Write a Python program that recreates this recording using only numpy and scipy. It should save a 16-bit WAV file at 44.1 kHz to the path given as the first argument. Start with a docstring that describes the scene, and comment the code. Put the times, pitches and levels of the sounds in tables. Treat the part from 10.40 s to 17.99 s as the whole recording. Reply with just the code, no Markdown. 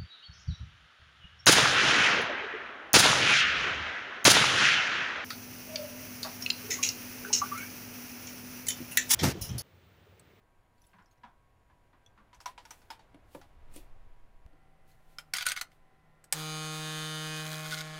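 """The vibration pump of an espresso machine, close to the microphone in a quiet home kitchen: it buzzes
first free, then against rising pressure, as overtones of its stroke rate coloured by the case, plus rattle.
Before it, at the counter, milk is poured from a carton, its cap is snapped on and it is set down; then, at
the machine, a glass is slid over the drip tray and a rocker switch snaps. Noisy contacts ring their modes.
Under it all lie room tone, rumble, slow pressure sway, faint appliance tones and microphone hiss."""
import sys
import numpy as np
from scipy import signal
from scipy.fft import rfft, irfft
from scipy.io import wavfile

SR = 44100
rng = np.random.default_rng(int(sys.argv[2]) if len(sys.argv) > 2 else 0)


def wrap_up_sound(samples):
    """Save the sound to the file named by the first command line argument, as 16-bit audio."""
    columns = np.atleast_2d(samples).T
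    # keep every value between -1 and 1, then stretch to whole-number steps
    tamed = np.clip(columns, -1, 1)
    steps = np.round(tamed * 32767).astype(np.int16)
    wavfile.write(sys.argv[1], SR, steps)


N = 334719
TIME = np.arange(N) / SR

# Air of the kitchen. Each row: time in seconds, rms of slow pressure sway, of rumble and of room tone in dB.
AIR = [(0, -64.5, -69.5, -72.5), (1.1, -82, -68, -72.5), (2.6, -70.5, -65, -67.5),
       (3.18, -58.5, -60.5, -67.5), (3.32, -45, -60, -64.5), (3.92, -51, -65.5, -70.5),
       (4.1, -59.5, -67.5, -70), (5.95, -65.5, -73.5, -70)]
# Spectra of the room tone and of the microphone hiss. Each row: frequency in Hz, density in dB per Hz.
ROOM_TONE = [(82, -21), (140, -7), (451, -11), (770, -8.5), (903, -14.5), (2080, -18.5), (13400, -49.5),
             (16000, -62)]
HISS = [(1000, -17), (4000, -5), (11000, 3), (16000, -4.5)]
# Faint appliance tones at the counter and near the machine. 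Each row: frequency in Hz, mean rms level in dB.
COUNTER_TONES = [(969.0, -80.5), (1093, -83), (1577, -86.5), (6923, -100)]
MACHINE_TONES = [(155.6, -74.5), (769.8, -78.5), (1017, -82.5), (1384, -84), (1846, -85.5), (2003, -85),
                 (8769, -99)]
# Drips and small ticks. Each row: start in seconds, peak in dB, pitch in Hz, second pitch in Hz,
# t60 of the first pitch in seconds.
DRIPS = [(.38, -68, 4500, 7200, .02), (.418, -57, 5900, 10500, .02), (.44, -63, 3500, 5400, .025),
         (.467, -59, 10700, 7800, .03), (.659, -60, 5350, 1750, .1), (.712, -62, 6500, 4300, .07),
         (1.662, -50, 3413, 5943, .07), (4.515, -62, 4300, 6500, .015)]
# Brushing hands. Each row: moment of the swell's top in seconds, level in dB, decay constant in seconds.
SWISHES = [(.45, -75.5, 0.1), (.72, -75, 0.014), (2.33, -67.5, 0.12), (2.949, -63, 0.055),
           (3.364, -53.5, 0.033), (4.5, -70, 0.039), (4.72, -73, 0.14), (5.33, -74.5, 0.037)]
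# Spectrum of the brushing. Each row: frequency in Hz, density in dB per Hz.
RUSTLE = [(1470, -22), (2500, -11), (5870, -16.5), (12200, -15.5), (16000, -17.5)]
# Blows on each object. Each row: start in seconds, nominal peak in dB, treble share in dB (held below -0.5).
MILK_GLUGS = [(0.532, -53.5, -23), (0.585, -51, -50), (0.834, -43, -53), (1.299, -56.5, -29),
              (1.53, -54, -37), (1.776, -49.5, -39)]
CARTON_KNOCKS = [(1.93, -48.5, -31), (1.945, -52.5, -3), (2.003, -44, -5.5), (2.011, -48, 1.5),
                 (2.058, -29, -6), (2.178, -39, -44), (2.252, -44, -5.5), (2.307, -36, -2.5),
                 (2.417, -53.5, -7), (2.503, -31.5, -7), (2.593, -49, -33), (3.014, -46, -11),
                 (3.031, -63, -25)]
COUNTER_THUMPS = [(2.744, -43, -22), (2.948, -34.5, -17), (3.339, -47.5, -1), (3.361, -38, -2.5),
                  (4.131, -54, -32)]
EDGE_TAPS = [(4.7848, -27, -2.8)]   # the glass first touches the edge of the tray
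GLASS_KNOCKS = [(4.9364, -18, -1.5), (4.9515, -27, -4.5), (4.962, -28.5, -19.5), (4.9676, -23.5, 0.5),
                (4.9838, -22.5, -8), (5.009, -25.5, -13.5), (5.023, -28.5, -2.5), (5.0275, -27.5, -17.5),
                (5.0557, -31, -3.5), (5.0651, -14, -3), (5.0862, -21.5, -2), (5.097, -27.5, -3),
                (5.1063, -28, -7), (5.1178, -20, -3.5), (5.1634, -27.5, -6.5), (5.1735, -27.5, -7.5),
                (5.212, -21.5, -2), (5.3173, -54, -9)]
SWITCH_CLICKS = [(5.8414, -47, -0.35), (5.9248, -13, -0.36)]
# Modes each object rings with, before chance shifts them. Each row: frequency in Hz, relative gain in dB,
# t60 in seconds.
MILK = [(229, 2.5, 0.068), (1060, 18, 0.012), (1420, 8, 0.018), (4450, 0, 0.0075)]
CARTON = [(935, 2, 0.028), (1330, -0.5, 0.018), (2310, -8.5, 0.02), (5650, 18, 0.0071), (6800, 7, 0.013)]
COUNTER = [(175, 6, 0.03), (320, 12, 0.025), (520, 2, 0.018), (898, -1, 0.022), (9500, -2, 0.0044)]
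TRAY_EDGE = [(1012, -8, 0.05), (1400, -3, 0.026), (2350, 2, 0.022), (3130, -5, 0.045), (5200, 0, 0.011)]
GLASS_ON_TRAY = [(1477, 8, 0.021), (2126, 8, 0.014), (3120, -1.5, 0.02), (4620, 7.5, 0.009),
                 (6300, 5.5, 0.019), (8630, 2.5, 0.018), (11140, -2, 0.015)]
SWITCH = [(94, -21, 0.15), (1580, 5, 0.013), (3250, -9.5, 0.014), (5050, 3, 0.016), (8140, 11, 0.011)]
# Modes of the dull thud of the tray. Each row: frequency in Hz, relative rms in dB, t60 in seconds.
TRAY = [(102, -3.5, 0.039), (680, 0, 0.01)]
# Glass dragged over the tray. Each row: start in seconds, end in seconds, nominal level in dB.
DRAGS = [(4.934, 5.031, -44.5), (5.05, 5.116, -43.5), (5.157, 5.198, -48.5), (7.224, 7.264, -51),
         (7.306, 7.354, -42), (7.367, 7.414, -44)]
# Level of the pump, as its hum. Each row: time in seconds, rms of the hum in dB.
HUM = [(5.96, -42.5), (7.13, -42.5), (7.59, -47.5)]
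# Pressure ahead of the pump. Each row: time in seconds, share of full pressure (0 to 1).
PRESSURE = [(6.36, .02), (6.46, 0.84), (6.98, 1)]
# Resonances of the case that colour the overtones. Each row: frequency in Hz, width in Hz,
# level in dB over the hum when running free, under pressure, faltering.
CASE = [(388, 262, -4.5, -4.5, -9.5), (622, 91, -24, -16, -7), (749, 56, -3.5, -7, -6),
        (1088, 120, -7.5, -6, -8.5), (1329, 75, 5.5, -0.5, -2.5), (1687, 350, -17.5, -5.5, -11),
        (2207, 570, -12.5, -15, -10.5), (2489, 45, -8.5, -8, -14), (3029, 120, -4, 1.5, -8.5),
        (3584, 310, -8.5, -7, -26), (4045, 42, -11.5, -11.5, -16), (4430, 140, -8, -5, -15),
        (4870, 210, -11, -9.5, -16)]
# Higher overtones before drift and losses. Each row: frequency in Hz, level in dB over the hum.
CASE_TREBLE = [(5300, -13), (5750, -29), (6350, -11.5), (6800, -14.5), (7300, -27), (8700, -18),
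               (11500, -27)]
# Spectrum of the rattle. Each row: frequency in Hz, density in dB per Hz.
RATTLE = [(500, -4), (950, 0), (1400, 6), (2200, -2), (2800, -3), (3300, 7), (4500, 1), (5700, -4),
          (6400, 2.5), (7500, -3), (15500, -7.5)]

HISS_DB = -88
MOVE_S = 4.064   # the microphone moves from the counter to the machine
MOVE_POP_DB, MOVE_POP_S = -39, .012
# fainter drips fall at random as the milk starts to run
POUR_S, SPATTERS_PER_S, SPATTER_DB = (0.48, 0.79), 20, -72
DRIP_T60_S = .02   # of the faint drips, and of every drip's second pitch
DRIP_SPLASH_DB, DRIP_PARTIAL_DB = -10, -3   # rms relative to the first pitch
ROOM_T60_S, ROOM_DB, WALL_CUT_HZ = 0.18, -9.5, 580
TRAY_THUD_DB = -23.5   # thud of the tray relative to the nominal peak of each knock of the glass
STROKE_HZ = 155.58
PUMP_ON_S, SETTLE_S = 5.93, .05   # the first strokes clatter, then settle
STAGGER = .018   # under pressure strokes land early and late by turns, by this angle in radians
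FALTER_S, FALTER_RISE_S = 7.0, .07   # from here on the pump falters: its overtones shift, its rattle grows
LIMP_S, LIMP_DEPTH, LIMP_HZ = (7.04, 7.26), .5, (2400, 12000)   # strong and weak knocks alternate in this band
RATTLE_DB, CLATTER_DB, FALTER_RATTLE_DB = -6.5, 18.5, 4.5   # rattle over the hum, and what each state adds
CLATTER_LOSS_DB = 14   # loss of the overtones during the clatter, less for the lowest
TREBLE_FROM_HZ, FALTER_LOSS_DB = 5400, 8   # overtones from here up lose this when the pump falters
MUFFLE_S, MUFFLE_HZ = 7.42, 7500   # the hand round the glass shades the treble of buzz and rattle
CUTOFF_HZ = 16950


def from_db(db):
    """Decibels to gain."""
    return 10 ** (np.asarray(db) / 20)


def rms_one(x):
    """Scales to rms 1."""
    return x / np.sqrt(np.mean(x ** 2) + 1e-20)


def butter(x, order, hz, kind="low"):
    """Butterworth filter."""
    return signal.sosfilt(signal.butter(order, hz, kind, fs=SR, output="sos"), x)


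def in_time(rows, time=TIME):
    """Each column of a curve, read at the given times."""
    s, *columns = np.transpose(rows)
    return [np.interp(time, s, c) for c in columns]


def at_hz(points, hz):
    """Reads a spectrum on a log-frequency axis."""
    point_hz, point_db = np.transpose(points)
    return np.interp(np.log(hz), np.log(point_hz), point_db)


def drift(rate, time=TIME):
    """Slow chance: random points of spread 1, `rate` of them a second, joined by straight lines."""
    points = rng.standard_normal(int((time[-1] - time[0]) * 200) + 3)
    return np.interp((time - time[0]) * rate, np.arange(len(points)), points)


def coloured(spectrum, size=N):
    """Noise with the given spectrum, rms 1."""
    hz = np.maximum(np.arange(size // 2 + 1) * SR / size, 1)
    white = rfft(rng.standard_normal(size))
    return rms_one(irfft(white * from_db(at_hz(spectrum, hz)), size))


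def ring(force, hz, t60):
    """A mode driven by a force: a decaying two-pole resonance that radiates nothing near 0 Hz."""
    radius = from_db(-60 / (max(t60, .002) * SR))
    angle = 2 * np.pi * min(hz, 16000) / SR
    poles = [1, -2 * radius * np.cos(angle), radius * radius]
    return signal.lfilter([.5, 0, -.5], poles, force + 1e-18)


def add(out, s, sound):
    """Mixes a sound in at time s."""
    i = round(s * SR)
    out[i:i + len(sound)] += sound[:N - i]


def tones(lines):
    """Faint appliance tones: sines that waver a little in level and phase."""
    out = np.zeros(N)
    for hz, db in lines:
        level = from_db(db + 3 + 2.5 * drift(8))   # +3 dB: rms to peak
        out += level * np.sin(2 * np.pi * hz * TIME + 1.2 * drift(10))
    return out


def air():
    """Room tone, rumble, pressure sway and microphone hiss as shaped noise, appliance tones and a low pop."""
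    sway_db, rumble_db, tone_db = in_time(AIR)
    sway = coloured([(4, -5.5), (10, 0), (22, -3.5), (40, -25), (80, -76.5)])
    rumble = coloured([(25, 0.0), (45, -0.5), (75, -2.5), (125, -4.5), (170, -35.5), (300, -76.0)])
    tone = coloured([(70, -41.5)] + list(ROOM_TONE))
    out = from_db(sway_db) * sway + from_db(rumble_db) * rumble + from_db(tone_db) * tone
    out += from_db(HISS_DB) * coloured(HISS)
    out += np.where(TIME < MOVE_S, tones(COUNTER_TONES), tones(MACHINE_TONES))
    # a low pop as the microphone moves: pressure sinks, then jumps back
    progress = np.arange(round(MOVE_POP_S * SR)) / (MOVE_POP_S * SR)
    dip = np.sin(np.pi * .8 * progress) ** 2
    add(out, MOVE_S - MOVE_POP_S, -from_db(MOVE_POP_DB) * dip)
    return out


def drips():
    """Each drip is a short rough ring on two pitches with a tiny splash."""
    out, t = np.zeros(N), TIME[:SR // 10]
    chance = rng.random((60, 4))
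    times = POUR_S[0] - np.cumsum(np.log(1 - chance[:, 0])) / SPATTERS_PER_S
    faint = []
    for s, (_, a, b, c) in zip(times, chance):
        if s < POUR_S[1]:
            faint.append((s, SPATTER_DB + 8.0 * (a - .5), 2000 * 3.5 ** b, 4000 * 2.3 ** c, DRIP_T60_S))
    for s, peak_db, hz, second_hz, t60 in list(DRIPS) + faint:
        touch = rng.standard_normal(len(t)) * np.exp(-t / 0.0034)
        drip = rms_one(ring(touch, hz, t60))
        drip += from_db(DRIP_SPLASH_DB) * rms_one(ring(touch, hz, 0.0057))
        drip += from_db(DRIP_PARTIAL_DB) * rms_one(ring(touch, second_hz, DRIP_T60_S))
        add(out, s, from_db(peak_db) * drip / np.abs(drip).max())
    return out


def kitchen(x):
    """Dense short reverberation of the room, duller as it dies: x convolved with a decaying noise tail."""
    t = TIME[:SR // 2]
    noise = rng.standard_normal(len(t))
    dull = butter(noise, 1, WALL_CUT_HZ)
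    early_bright = .5 * noise * np.exp(-t / 0.024)
    tail = (dull + early_bright) * from_db(-60 * t / ROOM_T60_S) * (t > .003)
    return signal.fftconvolve(x, tail / np.sqrt(np.sum(tail ** 2)))[:N]


def swishes():
    """Hands and sleeves brush past: grainy bright noise that swells and dies."""
    level = np.zeros(N)
    for s, db, decay_s in SWISHES:
        slope_s = decay_s * np.where(TIME < s, .6, 1)   # swells faster than it dies
        level += from_db(db) * np.exp(-np.abs(TIME - s) / slope_s)
    grain = from_db(0.83 * drift(150))
    return level * grain * coloured([(1200, -52)] + list(RUSTLE))


def blows(events, modes, contact_s, crack_db, tail_s, low_cut_hz=150, dull_db=4, grip=0.071):
    """A rough contact drives the modes, which the grip shifts a little; an untuned crack dies beside them."""
    out, t = np.zeros(N), TIME[:SR // 4]
    for s, peak_db, treble_db in events:
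        contact = rng.standard_normal(len(t)) * np.exp(-t / contact_s) * np.minimum(t / 0.0002, 1)
        chance = rng.standard_normal((len(modes), 2))
        low, high = np.zeros(len(t)), np.zeros(len(t))
        for (hz, db, t60), (level_chance, pitch_chance) in zip(modes, chance):
            sound = from_db(db + 2.0 * level_chance) * ring(contact, hz * (1 + grip * pitch_chance), t60)
            if hz < 4000:
                low += sound
            else:
                high += sound
        crack = from_db(crack_db) * rng.standard_normal(len(t)) * np.exp(-t / tail_s)
        bright_crack = butter(crack, 1, [4000, 10500], "band")
        dull_crack = butter(crack, 2, [700, 4500], "band")
        high = high / np.abs(high).max() + bright_crack
        low = butter(low / np.abs(low).max(), 2, 4000) + from_db(dull_db) * dull_crack
        share = from_db(min(treble_db, -.5))
        add(out, s, from_db(peak_db) * (np.sqrt(1 - share ** 2) * low + share * high))
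    return butter(out, 4, low_cut_hz, "high")


def thuds(events, modes, level_db):
    """The tray under the glass answers every knock with a dull thud: a short noisy push rings its modes."""
    out, t = np.zeros(N), TIME[:SR // 8]
    for s, peak_db, _ in events:
        push = rng.standard_normal(len(t)) * np.exp(-t / 0.0037)
        thud = sum(from_db(db) * rms_one(ring(push, hz, t60)) for hz, db, t60 in modes)
        add(out, s, from_db(peak_db + level_db) * thud / np.abs(thud).max())
    return butter(out, 2, 1200)


def drags():
    """The glass foot skips over the tray slots: dense uneven clicks drive the modes of the glass."""
    clicks = (rng.random(N) < 2500 / SR) * from_db(2.2 * rng.exponential(1, N)) * rng.choice([-1, 1], N)
    # in step with the pump once it runs
    clicks *= 1 + .8 * (TIME > PUMP_ON_S) * np.cos(2 * np.pi * STROKE_HZ * TIME - 3)
    body = np.zeros(N)
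    for hz, db, t60 in GLASS_ON_TRAY:
        # sliding: weaker treble and longer ringing than when knocked
        body += from_db(db - 10.0 * (hz >= 4000)) * ring(clicks, hz, 1.35 * t60)
    scrape = rms_one(ring(clicks, 3600, .002))
    sound = butter(rms_one(body) + scrape, 6, 1180, "high")
    gain = sum(from_db(db) * (TIME > start) * (TIME < end) for start, end, db in DRAGS)
    soft_gain = signal.lfilter([.005], [1, -.995], gain)   # rounds the starts and ends
    return soft_gain * sound


def case_gain(hz, pressure, falter):
    """Strength of an overtone: the resonances of the case shift their weight with the state of the pump."""
    power = 0
    for top_hz, width_hz, free_db, loaded_db, falter_db in CASE:
        running_db = (1 - pressure) * free_db + pressure * loaded_db
        db = (1 - falter) * running_db + falter * falter_db
        power = power + from_db(2 * db) / (1 + (2 * (hz - top_hz) / width_hz) ** 2) ** 1.47
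    return np.sqrt(power)


def pump():
    """The piston strikes once a stroke: overtones of its rate, gated rattle; it limps when the flow falters."""
    out, t = np.zeros(N), TIME[round(PUMP_ON_S * SR):]
    slow, size = t[::64], len(t)   # the state of the pump is followed on a coarse clock
    (hum_db,), (pressure,) = in_time(HUM, slow), in_time(PRESSURE, slow)
    pressure = np.clip(pressure, 0, 1)
    clatter = np.exp(-(slow - PUMP_ON_S) / SETTLE_S)
    falter = np.clip((slow - FALTER_S) / FALTER_RISE_S, 0, 1)
    turn = 2 * np.pi * STROKE_HZ * t - 1.2
    stagger = STAGGER * np.interp(t, slow, pressure) * np.cos(turn / 2)

    # the hum at the stroke rate has rms 1; overtones up to the fifth join it, the others make the buzz
    body, buzz, lag = np.sqrt(2) * np.cos(turn), np.zeros(size), 0.
    for k in range(2, 74):
        hz = k * STROKE_HZ
        if hz < TREBLE_FROM_HZ:
            gain = case_gain(hz, pressure, falter)
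        else:
            gain = from_db(at_hz(CASE_TREBLE, hz) + 0.53 * drift(7.3, slow) - FALTER_LOSS_DB * falter)
        unsteady = min(k / 8.5, 1) ** 2   # the lowest overtones hold steadier
        gain = gain * from_db(unsteady * (-CLATTER_LOSS_DB * clatter + 2.5 * drift(6, slow)))
        # the case answers late: each overtone lags the last by a part of the stroke
        lag += 2 * np.pi * (rng.uniform(0, .7) if k > 5 else .05)
        jitter = np.interp(t, slow, .004 * k * drift(25, slow))
        line = np.interp(t, slow, gain) * np.cos(k * (turn + stagger) - lag + jitter)
        if k <= 5:
            body += line
        else:
            buzz += line

    rattle_db = RATTLE_DB + CLATTER_DB * clatter + FALTER_RATTLE_DB * falter + 1.6 * drift(30, slow)
    gate = 1 + 0.45 * np.cos(turn - 2.4)   # the rattle swells once a stroke
    rattle = np.interp(t, slow, from_db(rattle_db)) * gate * coloured(RATTLE, size)

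    upper = buzz + rattle
    shade = np.clip((t - MUFFLE_S) / 0.0096, 0, 1)
    upper = (1 - shade) * upper + shade * butter(upper, 1, MUFFLE_HZ)
    limp = LIMP_DEPTH * np.clip(np.minimum(t - LIMP_S[0], LIMP_S[1] - t) / 0.013, 0, 1)
    alternate = np.cos(turn / 2 - 1.1 * np.pi)   # half the stroke rate
    upper += limp * alternate * butter(upper, 2, LIMP_HZ, "band")

    rise = 1 - np.exp(-(t - t[0]) / 0.025)
    out[N - size:] = rise * np.interp(t, slow, from_db(hum_db)) * (body + upper)
    return out


def scene():
    """All sources; pump and air stay dry, the room answers the rest."""
    hits = blows(CARTON_KNOCKS, CARTON, contact_s=0.0055, crack_db=-10.0, tail_s=0.022)
    hits += blows(COUNTER_THUMPS, COUNTER, contact_s=0.0048, crack_db=-11.0, tail_s=0.01,
                  low_cut_hz=120, dull_db=-12)
    hits += blows(GLASS_KNOCKS, GLASS_ON_TRAY, contact_s=0.002, crack_db=-5, tail_s=0.007,
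                  low_cut_hz=1250, grip=0.05)
    hits += blows(EDGE_TAPS, TRAY_EDGE, contact_s=0.0012, crack_db=-13, tail_s=0.012, grip=0.005)
    hits += blows(MILK_GLUGS, MILK, contact_s=0.029, crack_db=-45, tail_s=0.017)
    hits += blows(SWITCH_CLICKS, SWITCH, contact_s=0.00013, crack_db=-2, tail_s=0.0058,
                  low_cut_hz=64, grip=0.0071)
    hits += thuds(GLASS_KNOCKS, TRAY, TRAY_THUD_DB) + drips() + drags() + swishes()
    return (hits + from_db(ROOM_DB) * kitchen(hits) + pump() + air())[None]


def record(dry):
    """Low-passes the finished mix steeply: nothing is heard above about 17 kHz."""
    return signal.sosfilt(signal.cheby2(12, 70, CUTOFF_HZ, fs=SR, output="sos"), dry)


dry = scene()
out = record(dry)
wrap_up_sound(out)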